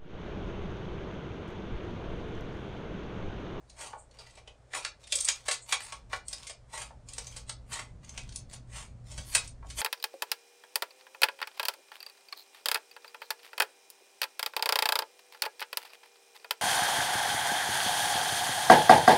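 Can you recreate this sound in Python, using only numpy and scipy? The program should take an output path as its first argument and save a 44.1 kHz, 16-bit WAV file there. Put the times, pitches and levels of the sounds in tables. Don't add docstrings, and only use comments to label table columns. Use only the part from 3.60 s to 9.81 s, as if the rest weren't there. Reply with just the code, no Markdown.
import sys
import numpy as np
from scipy import signal
from scipy.fft import rfft, irfft, next_fast_len
from scipy.io import wavfile
from scipy.ndimage import uniform_filter1d

SR = 44100
rng = np.random.default_rng(int(sys.argv[2]) if len(sys.argv) > 2 else 0)


def transcribe(u):
    v = np.clip(np.atleast_2d(u).T, -1, 1)
    q = np.round(v * 32767).astype(np.int16)
    wavfile.write(sys.argv[1], SR, q)


N = 273905

# time in seconds, relative level in dB.
RUMBLE = [(0, -54), (2.2, -57), (2.45, -46.5), (2.95, -54), (3.2, -48.5), (4.4, -42.5), (5.7, -43),
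          (6.21, -42.5)]
# frequency in Hz, level in dB relative to the rumble.
HUM = [(57, -5.5), (120, -8.5)]
# frequency in Hz, relative level in dB.
RUMBLE_COLOUR = [(11, -54), (18, -0.5), (54, -1.5), (91, -6), (123, -5), (133, -9), (151, -14), (201, -18),
                 (268, -19.5), (309, -27.5), (400, -28.5), (520, -45.5), (880, -120)]
AIR_COLOUR = [(100, -24.5), (300, -5), (560, 4), (850, -4), (1400, -10.5), (3000, -20.5), (8000, -23.5),
              (15000, -32.5)]
BUMP_COLOUR = [(20, -5), (70, 7), (130, 2), (260, -18.5), (500, -38), (900, -100)]
HISS_COLOUR = [(3000, -67), (7000, -25.5), (10500, 14), (15000, 12)]
RASP_COLOUR = [(180, -64), (300, -14.5), (500, -11), (1000, -3), (1400, -11), (2300, -9), (3300, -6.5),
               (5000, -9), (7000, -5.5), (9000, -4.5), (10000, -9.5), (15000, -8.5)]
SHEAR_COLOUR = [(290, -23), (550, -9.5), (950, 2), (1700, -4), (2300, 0), (6400, -5), (10000, -9),
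                (15000, 0)]
# frequency in Hz, gain in dB.
MICROPHONE = [(20, -7), (9700, 1), (10300, -18.5), (11800, -11.5), (12300, -23.5), (15000, -25)]
# frequency in Hz, seconds to decay by 60 dB.
ROOM_T60 = [(250, 0.36), (700, 0.23), (1800, 0.19), (4600, 0.19), (9000, 0.11), (14000, 0.067)]
# frequency in Hz, bandwidth in Hz, strength in dB.
SHEET_MODES = [(455, 50, -8), (598, 35, 1), (900, 40, -1), (1108, 18, 5), (1395, 30, -5), (1706, 30, -3),
               (2000, 80, -3), (2390, 80, -3), (4340, 40, -3), (4662, 24, -1), (5533, 26, -6),
               (6649, 28, -5), (6910, 38, 0), (8025, 55, -2), (8492, 45, -2), (9140, 65, -1)]
# time of the peak in seconds, relative level in dB.
BUMPS = [(2.44, -62), (4.355, -41), (4.569, -50), (5.361, -42.5), (5.599, -35.5), (5.911, -42.5)]
# start in seconds, relative level in dB, pitch in Hz.
BUCKLES = [(1.528, -37, 578), (1.558, -37.5, 540), (1.885, -41, 522), (2.902, -45, 640)]
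# start and hold in seconds, relative level in dB, pitch in Hz.
SQUEAKS = [(0.392, 0.0083, -56, 8150), (1.55, .014, -36.5, 13300), (2.026, 0.0053, -51.5, 7830),
           (2.23, 0.017, -46.5, 9100)]
# start and hold in seconds, relative level and its change in dB.
HISSES = [(2.08, 0.026, -47, 14), (4.105, 0.03, -42, -11), (5.665, 0.055, -38, 8.5),
          (6.178, .032, -27.5, 9)]
# start and hold in seconds, relative level and its change in dB,
# gain of the sheet's body in dB, rise in dB per second, local resonance in Hz, its strength in dB.
RASPS = [(0.203, 0.078, -43, -4.5, -3, 476, 600, -6), (1.15, 0.023, -40, 2, -1.5, 610, 1650, -23),
         (1.924, 0.025, -32, -13, -12.5, 1192, 6400, -8.5), (3.151, 0.062, -37.5, -4, -4.5, 590, 2110, -1),
         (4.133, 0.07, -40, -6, -1.5, 549, 2010, 3.5), (5.15, 0.055, -44, 0.5, -5, 401, 2150, 4.5),
         (6.189, 0.042, -32, 6, -7.5, 753, 2400, 1)]
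# start and hold in seconds,
# relative level and its change in dB, gain of the sheet's body in dB.
SHEARS = [(.545, 0.24, -56.5, -5.5, 4), (1.42, .032, -52, -13, -2.5), (1.524, 0.27, -45.5, -2, -4.5),
          (1.865, 0.065, -41, 2, -3), (2.095, .021, -34, 0, -3), (2.2, 0.18, -41.5, -14, -1),
          (2.505, 0.038, -50.5, 13, -1), (2.68, 0.16, -55.5, 7.5, -3.5), (3.49, 0.32, -52, 4, -5),
          (4.44, 0.38, -56.5, -4.5, 2), (4.91, .035, -50, 2.5, -4), (5.47, 0.38, -50, 6, -7.5),
          (5.732, .026, -38.5, 1, 1), (6.07, .11, -49, -3, -10)]
# time in seconds, relative level in dB, lower corner frequency in Hz.
KNOCKS = [(0.3306, -35, 870), (0.363, -47.5, 653), (3.138, -38.5, 860), (3.306, -45.5, 800),
          (4.187, -42, 1130), (6.026, -48, 997), (6.044, -48, 740), (6.06, -58, 600)]
# time in seconds, relative level in dB,
# lower corner frequency in Hz, length in seconds, local resonance in Hz.
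TICKS = [(.097, -49, 4600, 0.0074, 4000), (0.511, -58.5, 3470, .007, 4300),
         (0.661, -58, 3230, 0.0079, 4540), (0.706, -56.5, 3430, 0.0086, 7900),
         (0.753, -55, 3450, 0.0079, 8000), (1.223, -44, 2000, 0.0016, 2400),
         (1.438, -48.5, 2770, 0.0085, 3700), (1.5548, -21, 7800, 0.0065, 8040),
         (1.605, -24.5, 7500, 0.0098, 8500), (1.647, -24.5, 7500, 0.0091, 8400),
         (2.682, -30.5, 8200, 0.0047, 8270), (2.782, -41.5, 3420, 0.0022, 5000),
         (2.831, -40, 3100, 0.0028, 3450), (3.644, -45, 3500, 0.0034, 5750),
         (3.725, -46.5, 2830, 0.0036, 3150), (4.446, -47.5, 3540, .004, 6500),
         (4.615, -51, 2300, 0.0028, 2450), (4.635, -49, 2600, 0.0026, 2450),
         (4.691, -45.5, 2600, 0.0058, 5930), (4.723, -46, 2920, 0.0061, 4360),
         (4.759, -30, 6900, 0.0051, 9700), (5.875, -40, 5700, 0.0055, 8700)]
# time in seconds, relative level in dB, lower corner frequency in Hz,
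# tilt above it in dB per octave, length in seconds, relative thump of the sheet in dB,
# local resonance in Hz, its strength in dB.
SNAPS = [(0.587, -46.5, 2490, -5, 0.02, 11, 4750, 15), (0.773, -49.5, 2380, -8, 0.017, 10, 2500, -13),
         (0.875, -44, 2600, -8, 0.009, 9, 3100, 12), (1.1336, -32, 1490, -3, 0.0091, 4, 1860, 23),
         (1.2483, -25, 1500, -5.5, 0.0047, -19, 4450, 5), (1.257, -40, 1500, -15, 0.0066, -8, 1750, 3),
         (1.47, -47, 2000, -2, 0.011, -13, 3000, -13), (1.522, -21, 3200, -3.5, 0.0096, -16, 3500, 4.5),
         (1.586, -30, 3000, -3.5, 0.0056, -17.5, 4630, 6), (1.676, -32.5, 2500, -6, 0.029, -4.5, 8500, 9),
         (1.686, -16, 1880, -2, 0.0057, -25.5, 6780, 7), (1.8822, -23, 920, -2, 0.011, 3, 1090, -10),
         (1.911, -23.5, 1690, -2.5, 0.01, -13, 6400, -11.5),
         (2.1234, -18.5, 1100, -3.5, 0.0095, -30, 3600, 4), (2.322, -35.5, 990, -3, 0.01, -1.5, 1130, 5.5),
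         (2.53, -26.5, 940, -9, 0.0093, -13.5, 2150, 0), (2.7287, -30.5, 2090, 1, 0.0084, -0.5, 5060, 9.5),
         (2.868, -39.5, 2180, 0.5, 0.015, -22.5, 2170, 2), (2.895, -39, 1510, -1, 0.015, 2.5, 2480, -10.5),
         (3.486, -42, 3480, -0.5, 0.01, -27, 7100, 3), (3.534, -36, 3600, 1, 0.0046, -20, 8500, -10),
         (3.581, -31, 1080, 0.5, 0.0084, 5, 8360, 3), (3.668, -37, 3430, -1, 0.0056, 2, 6240, 16),
         (3.764, -38.5, 1790, 0.5, 0.013, 1, 4130, -5), (3.894, -30, 950, -2, 0.0055, -10, 8450, 8),
         (4.129, -33, 1500, 5, 0.018, -16.5, 4150, 12), (4.493, -39.5, 3620, -1, 0.0047, 2, 6240, 16),
         (4.576, -32.5, 2240, -3.5, 0.0071, 1.5, 2460, 8), (4.931, -42, 1700, 1, 0.012, 5.5, 9300, 7),
         (5.514, -45, 2580, 0.5, 0.014, 3.5, 6700, 3), (5.577, -37.5, 1300, -1.5, 0.014, 4, 7750, -14),
         (5.7492, -11.5, 1280, 1, .008, -10, 2400, -1), (5.756, -29, 1090, -4, .01, -1, 2300, 2),
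         (6.101, -38.5, 1830, 0.5, 0.0094, -20, 4250, -8)]

LEAD_S = .03


def amp(db):
    return 10 ** (np.asarray(db) / 20)


def unit(x):
    return x / np.sqrt(np.mean(x ** 2) + 1e-20)


def read(points, hz):
    f, value = np.transpose(points)
    return np.interp(np.log(hz + 1), np.log(f + 1), value)


def colour(x, points):
    size = next_fast_len(len(x))
    gain = amp(read(points, np.fft.rfftfreq(size, 1 / SR)))
    return irfft(rfft(x, size) * gain, size)[:len(x)]


def add(mix, s, sound):
    part = mix[max(round(s * SR), 0):][:len(sound)]
    part += sound[:len(part)]


def drift(hz):
    t = np.arange(N) / SR
    return unit(np.interp(t * hz, np.arange(4096), rng.standard_normal(4096)))


def noise(spectrum):
    return unit(colour(rng.standard_normal(N), spectrum))


def background(rumble_db=-2, air_db=-64, waver_db=2, wander_rad=0.78):
    t = np.arange(N) / SR
    rumble = amp(rumble_db) * noise(RUMBLE_COLOUR)
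    hum = np.zeros(N)
    for hz, db in HUM:
        peak = np.sqrt(2) * amp(db + waver_db * drift(hz=4.3))
        hum += peak * np.sin(2 * np.pi * hz * t + wander_rad * drift(hz=7.1))
    level = amp(np.interp(t, *np.transpose(RUMBLE)))
    return level * (rumble + hum) + amp(air_db) * noise(AIR_COLOUR)


def bumps(level_db=-1, length_s=0.021):
    t = np.arange(N) / SR
    envelope = sum(amp(db) * np.exp(-((t - s) / length_s) ** 2) for s, db in BUMPS)
    return amp(level_db) * envelope * noise(BUMP_COLOUR)


def room(x, wet_db=-4.0, first_s=0.0027):
    hz, t, frames = signal.stft(rng.standard_normal(SR // 2), SR, nperseg=256)
    decay = amp(-60 * t / read(ROOM_T60, hz)[:, None])
    spectrum = rfft(signal.istft(frames * decay, SR, nperseg=256)[1])
    spectrum /= np.sqrt(uniform_filter1d(abs(spectrum) ** 2, size=31))
    tail = irfft(spectrum)[:SR // 3]
    tail *= np.clip(np.arange(len(tail)) / SR / first_s - 1, 0, 1)
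    return x + amp(wet_db) * signal.oaconvolve(x, tail / np.linalg.norm(tail))[:N]


def table_echo(x, strength=.18):
    lag = round(rng.uniform(.0011, .0021) * SR)
    return x + strength * np.pad(x, (lag, 0))[:len(x)]


def mode(hz, width_hz, samples):
    t = np.arange(samples) / SR
    return 2 * np.pi * width_hz / SR * np.exp(-np.pi * width_hz * t) * np.cos(2 * np.pi * hz * t)


def sheet(x, level_db=-3):
    response = sum(amp(db) * mode(hz, width_hz, SR // 3) for hz, width_hz, db in SHEET_MODES)
    return amp(level_db) * (x + signal.oaconvolve(x, response)[:N])


def ring(x, hz, db, width_hz):
    return x + amp(db) * signal.oaconvolve(x, mode(hz, width_hz, 1500))[:len(x)]


def local_ring(x, ring_hz, ring_db, width_hz=230, faint_db=-7, faint_width_hz=75, count=40):
    t = np.arange(1500) / SR
    hz = np.linspace(1500, 10000, count) + rng.uniform(-100, 100, count)
    faint = np.cos(2 * np.pi * (hz[:, None] * t + rng.random((count, 1)))).sum(0)
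    faint *= np.exp(-np.pi * faint_width_hz * t)
    faint *= amp(faint_db) / np.linalg.norm(faint)
    return ring(x, ring_hz, ring_db, width_hz) + signal.oaconvolve(x, faint)[:len(x)]


def body_of(x, split_hz):
    return signal.sosfiltfilt(signal.butter(2, split_hz, fs=SR, output="sos"), x)


def flexing(x, depth_db=4, patch_hz=170, patch_s=.06):
    hz, t, frames = signal.stft(x, SR, nperseg=512, noverlap=384)
    patches = rng.standard_normal(frames.shape)
    for _ in range(2):
        patches = uniform_filter1d(patches, round(patch_s / t[1]), axis=1)
        patches = uniform_filter1d(patches, round(patch_hz / hz[1]), axis=0)
    swing_db = depth_db * np.minimum(hz / 2000, 1)[:, None]
    gain = amp(swing_db * np.minimum(unit(patches), 1.5))
    gain /= np.sqrt(uniform_filter1d(gain ** 2, size=25, axis=0))
    return signal.istft(frames * gain, SR, nperseg=512, noverlap=384)[1][:N]


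def bending(x, lag_s=0.00186, at_hz=1000, zero_lag_hz=7000):
    size = next_fast_len(N + SR // 10)
    hz = np.fft.rfftfreq(size, 1 / SR)
    turns = lag_s * (2 * np.sqrt(at_hz * hz) - hz * np.sqrt(at_hz / zero_lag_hz))
    return irfft(rfft(x, size) * np.exp(-2j * np.pi * turns), size)[:N]


def buckles(rise_s=.002, decay_s=.005):
    t, out = np.arange(SR // 8) / SR, np.zeros(N)
    envelope = 2 * (1 - np.exp(-t / rise_s)) * np.exp(-t / decay_s)
    for s, db, pitch_hz in BUCKLES:
        add(out, s, amp(db) * envelope * np.sin(2 * np.pi * pitch_hz * t))
    return out


def strokes(rows, rise_db_per_s=782, fall_db_per_s=488.5):
    gain, t = np.zeros(N), np.arange(N) / SR
    for start, length, db, change_db in rows:
        hold_db = db + change_db * np.clip((t - start) / max(length, .005), 0, 1)
        fade_db = rise_db_per_s * np.maximum(start - t, 0)
        fade_db += fall_db_per_s * np.maximum(t - start - length, 0)
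        audible = fade_db < 80
        gain[audible] += amp(hold_db[audible] - fade_db[audible])
    return gain


def squeaks(width_hz=1400):
    hz, out = np.fft.rfftfreq(SR, 1 / SR), np.zeros(N)
    for s, length, db, pitch_hz in SQUEAKS:
        band = np.exp(-((hz - pitch_hz) / width_hz) ** 2)
        whistle = unit(irfft(rfft(rng.standard_normal(SR)) * band))
        out += strokes([(s, length, db, 0)]) * np.resize(whistle, N)
    return out


def hisses():
    return strokes(HISSES) * noise(HISS_COLOUR)


def fracture(envelope):
    spectrum = rfft(rng.standard_normal(len(envelope)) * envelope)
    power = uniform_filter1d(abs(spectrum) ** 2, size=len(envelope) // 110)
    return irfft(spectrum / np.sqrt(power), len(envelope))


def rasps(judder_db=2.8, judder_hz=190, before_s=.12, span_s=.4):
    out = np.zeros(N)
    for start, *stroke, body_db, rise_db_per_s, ring_hz, ring_db in RASPS:
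        force = strokes([(start, *stroke)], rise_db_per_s, fall_db_per_s=317)
        force *= amp(judder_db * drift(judder_hz))
        force = force[round((start - before_s) * SR):][:round(span_s * SR)]
        slips = ring(colour(fracture(force), RASP_COLOUR), ring_hz, ring_db, width_hz=700)
        body = body_of(slips, split_hz=2870)
        scrape = unit(slips - body) + amp(body_db) * unit(body)
        add(out, start - before_s, np.sqrt(np.mean(force ** 2)) * scrape)
    return out


def grains(per_s, spread_db):
    size = amp(spread_db * np.minimum(rng.exponential(1, N), 4))
    return unit(size * rng.standard_normal(N) * (rng.random(N) < per_s / SR))


def shears(level_db=2):
    slips = grains(per_s=2200, spread_db=2) * amp(4 * drift(hz=140))
    slips = unit(colour(slips, SHEAR_COLOUR))
    body = body_of(slips, split_hz=4200)
    return amp(level_db) * sum(strokes([stroke]) * (slips - body + amp(body_db) * body)
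                               for *stroke, body_db in SHEARS)


def contact_spectrum(db, corner_hz, tilt, thump_db, thump_hz=610, low_cut_hz=310, top_hz=10500):
    hz = np.geomspace(100, 16000, 60)
    gain = amp(tilt * np.log2(np.maximum(hz / corner_hz, 1))) / np.hypot(1, (corner_hz / hz) ** 2)
    gain /= gain[hz < top_hz].max()
    thump = amp(thump_db) * np.exp(-(np.log2(hz / thump_hz) / .7) ** 2)
    gain = np.hypot(gain, thump) / np.hypot(1, (low_cut_hz / hz) ** 4)
    top_db = -9 + 0.35 * (db + 40)
    return np.column_stack([hz, 20 * np.log10(gain) + top_db * (hz > top_hz)])


def contact(db, corner_hz, tilt, length_s, thump_db, ring_hz, ring_db):
    lead_in_db, lead_in_s = -20, 0.016
    rise_s, flutter_db, flutter_s = .0004, -16, 0.0052
    t = np.arange(6000) / SR - LEAD_S
    after = np.maximum(t, 0)
    lead_in = amp(lead_in_db) * np.exp(-after / rise_s + np.minimum(t, 0) / lead_in_s)
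    run = np.exp(-(after / max(length_s, .001)) ** 4)
    flutter = amp(flutter_db) * np.exp(-after / flutter_s)
    envelope = lead_in + (1 - np.exp(-after / rise_s)) * (run + flutter)
    burst = table_echo(local_ring(fracture(envelope), ring_hz, ring_db))
    burst = colour(burst, contact_spectrum(db, corner_hz, tilt, thump_db))
    return amp(db) * burst * np.linalg.norm(envelope) / np.linalg.norm(burst)


def sharp_contacts():
    out = np.zeros(N)
    for s, *snap in SNAPS:
        add(out, s - LEAD_S, contact(*snap))
    for s, db, hz, length_s, ring_hz in TICKS:
        tick = contact(db, hz, tilt=-4, length_s=length_s, thump_db=-18.5, ring_hz=ring_hz, ring_db=9)
        add(out, s - LEAD_S, tick)
    for s, db, hz in KNOCKS:
        knock = contact(db, hz, tilt=-15.5, length_s=0.008, thump_db=-19, ring_hz=hz, ring_db=0)
        add(out, s - LEAD_S, knock)
    return bending(out)


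def scene():
    cutting = sharp_contacts() + buckles() + flexing(rasps() + shears()) + hisses() + squeaks()
    return (room(sheet(cutting)) + background() + bumps())[None]


def record(dry, edge_hz=15700):
    heard = colour(dry[0], MICROPHONE)
    low_pass = signal.firwin(511, edge_hz, window=("kaiser", 9), fs=SR)
    return signal.oaconvolve(heard, low_pass, "same")[None]


dry = scene()
out = record(dry)
transcribe(out)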